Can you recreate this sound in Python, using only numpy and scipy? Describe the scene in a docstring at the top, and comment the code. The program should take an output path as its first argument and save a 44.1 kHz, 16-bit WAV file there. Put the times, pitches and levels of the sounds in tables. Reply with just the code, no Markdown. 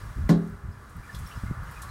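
"""A soft outdoor hush lies over a stone well, where stirred water ripples and splashes faintly.
Almost at once, turbulent puffs of air begin to rumble on the microphone. At 0.29 s a metal pump
hanging on a rope bumps the wall: a short gritty contact, then a dull boom as the modes of the
shaft ring and decay. From 0.7 s drips fall, each a resonating bubble that echoes off the stone,
while the lapping and the puffs go on."""
import sys
import numpy as np
from scipy import signal
from scipy.io import wavfile
from scipy.ndimage import uniform_filter1d

SR = 44100
rng = np.random.default_rng(int(sys.argv[2]) if len(sys.argv) > 2 else 0)


def store_pcm(level_fs):
    """Save levels as 16-bit WAV."""
    pcm = np.round(np.clip(level_fs, -1, 1) * 32767).astype(np.int16)
    wavfile.write(sys.argv[1], SR, np.atleast_2d(pcm).T)


N = 83790
TIME = np.arange(N) / SR

# outdoor hush: frequency_hz, half_octave_level_db
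HUSH_SPECTRUM = [(300, -74), (600, -67), (830, -63), (1120, -52), (1550, -53), (1850, -58.5), (2300, -70.5),
                 (3200, -76), (6000, -93)]
# its slow swell: time_s, gain_db
HUSH_SWELL = [(0, 1.5), (.25, 0), (.5, -2), (.8, -3.5), (1.0, -1), (1.35, 2), (1.7, 4.5), (1.9, 4.5)]
# air in the shaft: frequency_hz, half_octave_level_db
SHAFT_AIR_SPECTRUM = [(100, -57), (210, -64.5), (300, -65), (410, -65.5), (600, -66), (900, -67.5)]
# hiss of rippling water: frequency_hz, half_octave_level_db
RIPPLE_SPECTRUM = [(1800, -61), (2800, -67.5), (4000, -66), (5800, -65.5), (7500, -66), (9000, -63),
                   (10400, -67), (12000, -66.5), (15500, -69)]
# its slow swell: time_s, gain_db
RIPPLE_SWELL = [(0, 1), (.12, -1), (.25, -2.5), (.5, -5.5), (.65, -8.5), (.83, -5.5), (.93, -5),
                (1.02, -3.5), (1.17, 2), (1.33, 3.5), (1.47, 0), (1.59, -4), (1.73, 2), (1.9, 1.5)]
# small splashes: start_s, level_db, centre_hz, t60_s
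SPLASH_BURSTS = [(.005, -55.5, 3330, 0.1), (.473, -56.5, 9000, 0.025), (.495, -60, 13400, 0.045),
                 (0.894, -58, 7940, 0.11), (0.965, -54, 11400, .04), (1.146, -47, 4300, 0.11),
                 (1.146, -51, 9300, 0.18), (1.187, -49.5, 9000, 0.11), (1.27, -52, 12000, 0.083),
                 (1.465, -54, 2000, 0.1), (1.633, -53, 13000, .05), (1.71, -52.5, 10500, 0.12),
                 (1.818, -43, 8800, 0.13), (1.821, -51.5, 4340, .15)]
# puffs of air: start_s, length_s, level_db
AIR_PUFFS = [(0.017, 0.098, -40), (0.159, 0.11, -28.5), (0.308, 0.065, -38.5), (0.493, 0.059, -42.5),
             (0.631, 0.028, -35), (0.672, 0.031, -34), (0.95, 0.051, -40.5), (1.138, 0.12, -37.5),
             (1.353, 0.027, -33.5), (1.422, 0.042, -32), (1.48, 0.042, -31), (1.563, 0.073, -36),
             (1.653, 0.059, -43.5), (1.755, 0.17, -46)]
# spectral shape of their rumble: frequency_hz, relative_half_octave_level_db
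RUMBLE_SPECTRUM = [(25, -30), (42, -1.5), (62, 1), (100, -0.5), (160, -6.5), (240, -19), (400, -32.5),
                   (800, -54)]
# low thumps among the puffs: start_s, level_db, pitch_hz, t60_s
AIR_THUMPS = [(0.184, -24.5, 198, 0.037), (0.239, -18.5, 45.3, 0.14), (1.436, -25.5, 202, 0.066),
              (1.511, -14, 157, 0.025)]
# the pump's touch and rebound: delay_s, gain_db
PUMP_TOUCHES = [(.0015, 0.5), (0.0134, -12.5)]
# modes of the metal: pitch_hz, level_db, t60_s
METAL_MODES = [(1032, -25.5, 0.026), (1540, -26.5, 0.026), (1975, -26.5, .02), (4200, -40, 0.026)]
# modes that ring in the shaft: pitch_hz, level_db, t60_s
SHAFT_MODES = [(155, -18, 0.18), (168.55, -9.5, 0.43), (208.1, -16, 0.47), (213, -50.5, 3.6),
               (254.7, -22.5, 0.41), (283, -18.5, .3), (342, -26.5, 0.34), (382.6, -28, 0.48),
               (411, -25.5, 0.47), (399, -50, 2.2), (505.4, -27, 0.14), (567.3, -26.5, 0.26),
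               (590, -29, 0.19), (673.5, -37.5, 0.41), (725, -45.5, 0.5), (1080, -35.5, 0.28)]
# dense reflections off the stone: frequency_hz, half_octave_level_db, t60_s
REFLECTIONS = [(150, -34, 0.44), (298, -29, .33), (624, -36.5, 0.38), (795, -37, 0.39), (950, -30, 0.17),
               (1620, -33.5, 0.19), (2550, -44.5, 0.17), (3850, -40.5, 0.23), (8000, -43, 0.15),
               (14000, -47, 0.1)]
# bubbles made by drips: start_s, direct_level_db, starting_pitch_hz
DRIP_BUBBLES = [(0.716, -49, 5050), (1.033, -46, 2350), (1.09, -36, 1744), (1.128, -40, 5200),
                (1.146, -36, 3415), (1.148, -41, 3980), (1.263, -36, 5400), (1.31, -42, 2980),
                (1.312, -42, 2700), (1.358, -41, 5100), (1.464, -40.5, 2080), (1.674, -49, 2890),
                (1.76, -40.5, 2450), (1.832, -35, 1125), (1.891, -36, 4150)]

KNOCK_S, REFLECTION_ATTACK_S = 0.2903, 0.0015


def from_db(db):
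    """Amplitude grows tenfold for every 20 dB."""
    return 10 ** (np.asarray(db) / 20)


def unit_rms(x):
    """Division by the root mean square gives unit power."""
    return x / np.sqrt(np.mean(x ** 2) + 1e-20)


def at_hz(table, hz, column=1):
    """A table's column is interpolated along log frequency."""
    table = np.array(table)
    return np.interp(np.log(hz), np.log(table[:, 0]), table[:, column])


def since(start_s):
    """Elapsed seconds, zero before the start."""
    return np.maximum(TIME - start_s, 0)


def decay(start_s, t60_s, attack_s):
    """Exponential damping: after a quick rise, the level falls 60 dB in t60_s."""
    age = since(start_s)
    return (1 - np.exp(-age / attack_s)) * np.exp(-np.log(1000) * age / t60_s)


def ring(start_s, db, hz, t60_s, attack_s):
    """A struck mode vibrates freely as a damped sinusoid."""
    return from_db(db) * decay(start_s, t60_s, attack_s) * np.sin(2 * np.pi * hz * since(start_s))


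def band_noise(low_hz, high_hz):
    """Band-pass filtering confines white noise to one band, at unit power."""
    sos = signal.butter(2, [low_hz, min(high_hz, .45 * SR)], "band", fs=SR, output="sos")
    white = rng.standard_normal(N + SR // 4)
    return unit_rms(signal.sosfilt(sos, signal.sosfilt(sos, white))[-N:])


def bands(spectrum):
    """Noise powers add: yield (centre_hz, noise) per quarter octave, at half the half-octave power."""
    edges = 20 * 2 ** np.arange(0, 9.8, .25)
    for low, high in zip(edges, edges[1:]):
        hz = np.sqrt(low * high)
        if high > spectrum[0][0] and low < spectrum[-1][0]:
            yield hz, from_db(at_hz(spectrum, hz)) * band_noise(low, high) / np.sqrt(2)


def drift(knots_per_s):
    """Interpolation between random values gives a slow wander of unit power."""
    knots = rng.standard_normal(int(knots_per_s * N / SR) + 2)
    return unit_rms(np.interp(TIME * knots_per_s, np.arange(len(knots)), knots))


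def swelling_noise(spectrum, swell, flicker_db):
    """Amplitude modulation: the bands swell together and flicker independently."""
    gain = from_db(np.interp(TIME, *np.transpose(swell)))
    return gain * sum(noise * from_db(flicker_db * drift(knots_per_s=25)) for _, noise in bands(spectrum))


def ambient_air():
    """Incoherent noises superpose: the outdoor hush and the steady low noise of air in the shaft."""
    hush = swelling_noise(HUSH_SPECTRUM, HUSH_SWELL, flicker_db=1.0)
    return hush + sum(noise for _, noise in bands(SHAFT_AIR_SPECTRUM))


def ripples():
    """Rippling water radiates broadband noise, a fine hiss that ebbs and swells."""
    return swelling_noise(RIPPLE_SPECTRUM, RIPPLE_SWELL, flicker_db=0.5)


def splashes():
    """Wavelets breaking on the pump and the wall radiate short, decaying bursts of bright noise."""
    edge_ratio = 1.51
    return sum(from_db(db) * decay(start_s, t60_s, attack_s=0.00067)
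               * band_noise(hz / edge_ratio, hz * edge_ratio) for start_s, db, hz, t60_s in SPLASH_BURSTS)


def air_puffs():
    """Turbulent pressure on the microphone rumbles and thumps; stronger puffs are brighter."""
    attack_s, release_s, even_s = 0.013, 0.0087, 0.0248
    still_db, full_puff_db = -49, -32
    knee_hz, dulling_per_octave = 114, 0.27
    pressure = from_db(still_db)
    for start_s, length_s, db in AIR_PUFFS:
        rise = np.minimum(since(start_s) / attack_s, 1)
        fall = np.exp(-since(start_s + length_s) / release_s)
        pressure = pressure + from_db(db) * rise * fall
    strength = pressure / from_db(full_puff_db)
    rumble = sum(noise * strength ** (dulling_per_octave * max(np.log2(hz / knee_hz), 0))
                 for hz, noise in bands(RUMBLE_SPECTRUM))
    # even out the short-term power, so that the pressure envelope sets the level
    rumble /= np.sqrt(uniform_filter1d(rumble ** 2, int(even_s * SR)) + 1e-12)
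    return rumble * pressure + sum(ring(*thump, attack_s=0.00082) for thump in AIR_THUMPS)


def pump_clack():
    """Impact on stone excites the metal's heavily damped modes, at the touch and at the rebound."""
    return sum(ring(KNOCK_S + delay_s, db + gain_db, hz, t60_s, attack_s=0.00027)
               for delay_s, gain_db in PUMP_TOUCHES for hz, db, t60_s in METAL_MODES)


def shaft_boom():
    """Resonance: just after the impact, the shaft rings at its natural frequencies."""
    delay_s, low_cut_hz = 0.00284, 129
    boom = sum(ring(KNOCK_S + delay_s, db, hz, t60_s, attack_s=0.0016) for hz, db, t60_s in SHAFT_MODES)
    return signal.sosfilt(signal.butter(5, low_cut_hz, "high", fs=SR, output="sos"), boom)


def stone_reflections():
    """Reverberation: the knock's reflections merge into decaying noise; low bands build up later."""
    build_cycles = 2.8
    return sum(noise * decay(KNOCK_S, at_hz(REFLECTIONS, hz, column=2),
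                             attack_s=REFLECTION_ATTACK_S + build_cycles / hz)
               for hz, noise in bands(REFLECTIONS))


def drips():
    """Bubble resonance: each drip rings, rising a little in pitch, and reverberates in the shaft."""
    ring_cycles, pitch_rise, echo_gain = 70, 0.07, 1.65
    direct = 0
    for start_s, db, hz in DRIP_BUBBLES:
        t60_s = ring_cycles / hz
        pitch_hz = hz * (1 + pitch_rise * np.minimum(since(start_s) / t60_s, 1))
        phase = 2 * np.pi * np.cumsum(pitch_hz) / SR
        direct = direct + from_db(db) * decay(start_s, t60_s, attack_s=0.0023) * np.sin(phase)
    shaft_response = rng.standard_normal(N) * decay(0, t60_s=0.14, attack_s=REFLECTION_ATTACK_S)
    shaft_response /= np.linalg.norm(shaft_response)
    return direct + echo_gain * signal.fftconvolve(direct, shaft_response)[:N]


def scene():
    """Superposition: water, air and knock add at the rim of the well."""
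    water = drips() + splashes() + ripples()
    background = ambient_air()
    knock = pump_clack() + shaft_boom() + stone_reflections()
    return (background + water + air_puffs() + knock)[None]


def record(dry):
    """Band limiting: a steep low-pass filter removes the highest treble."""
    cutoff_hz = 15800
    return signal.sosfilt(signal.ellip(12, .1, 90, cutoff_hz, fs=SR, output="sos"), dry)


dry = scene()
out = record(dry)
store_pcm(out)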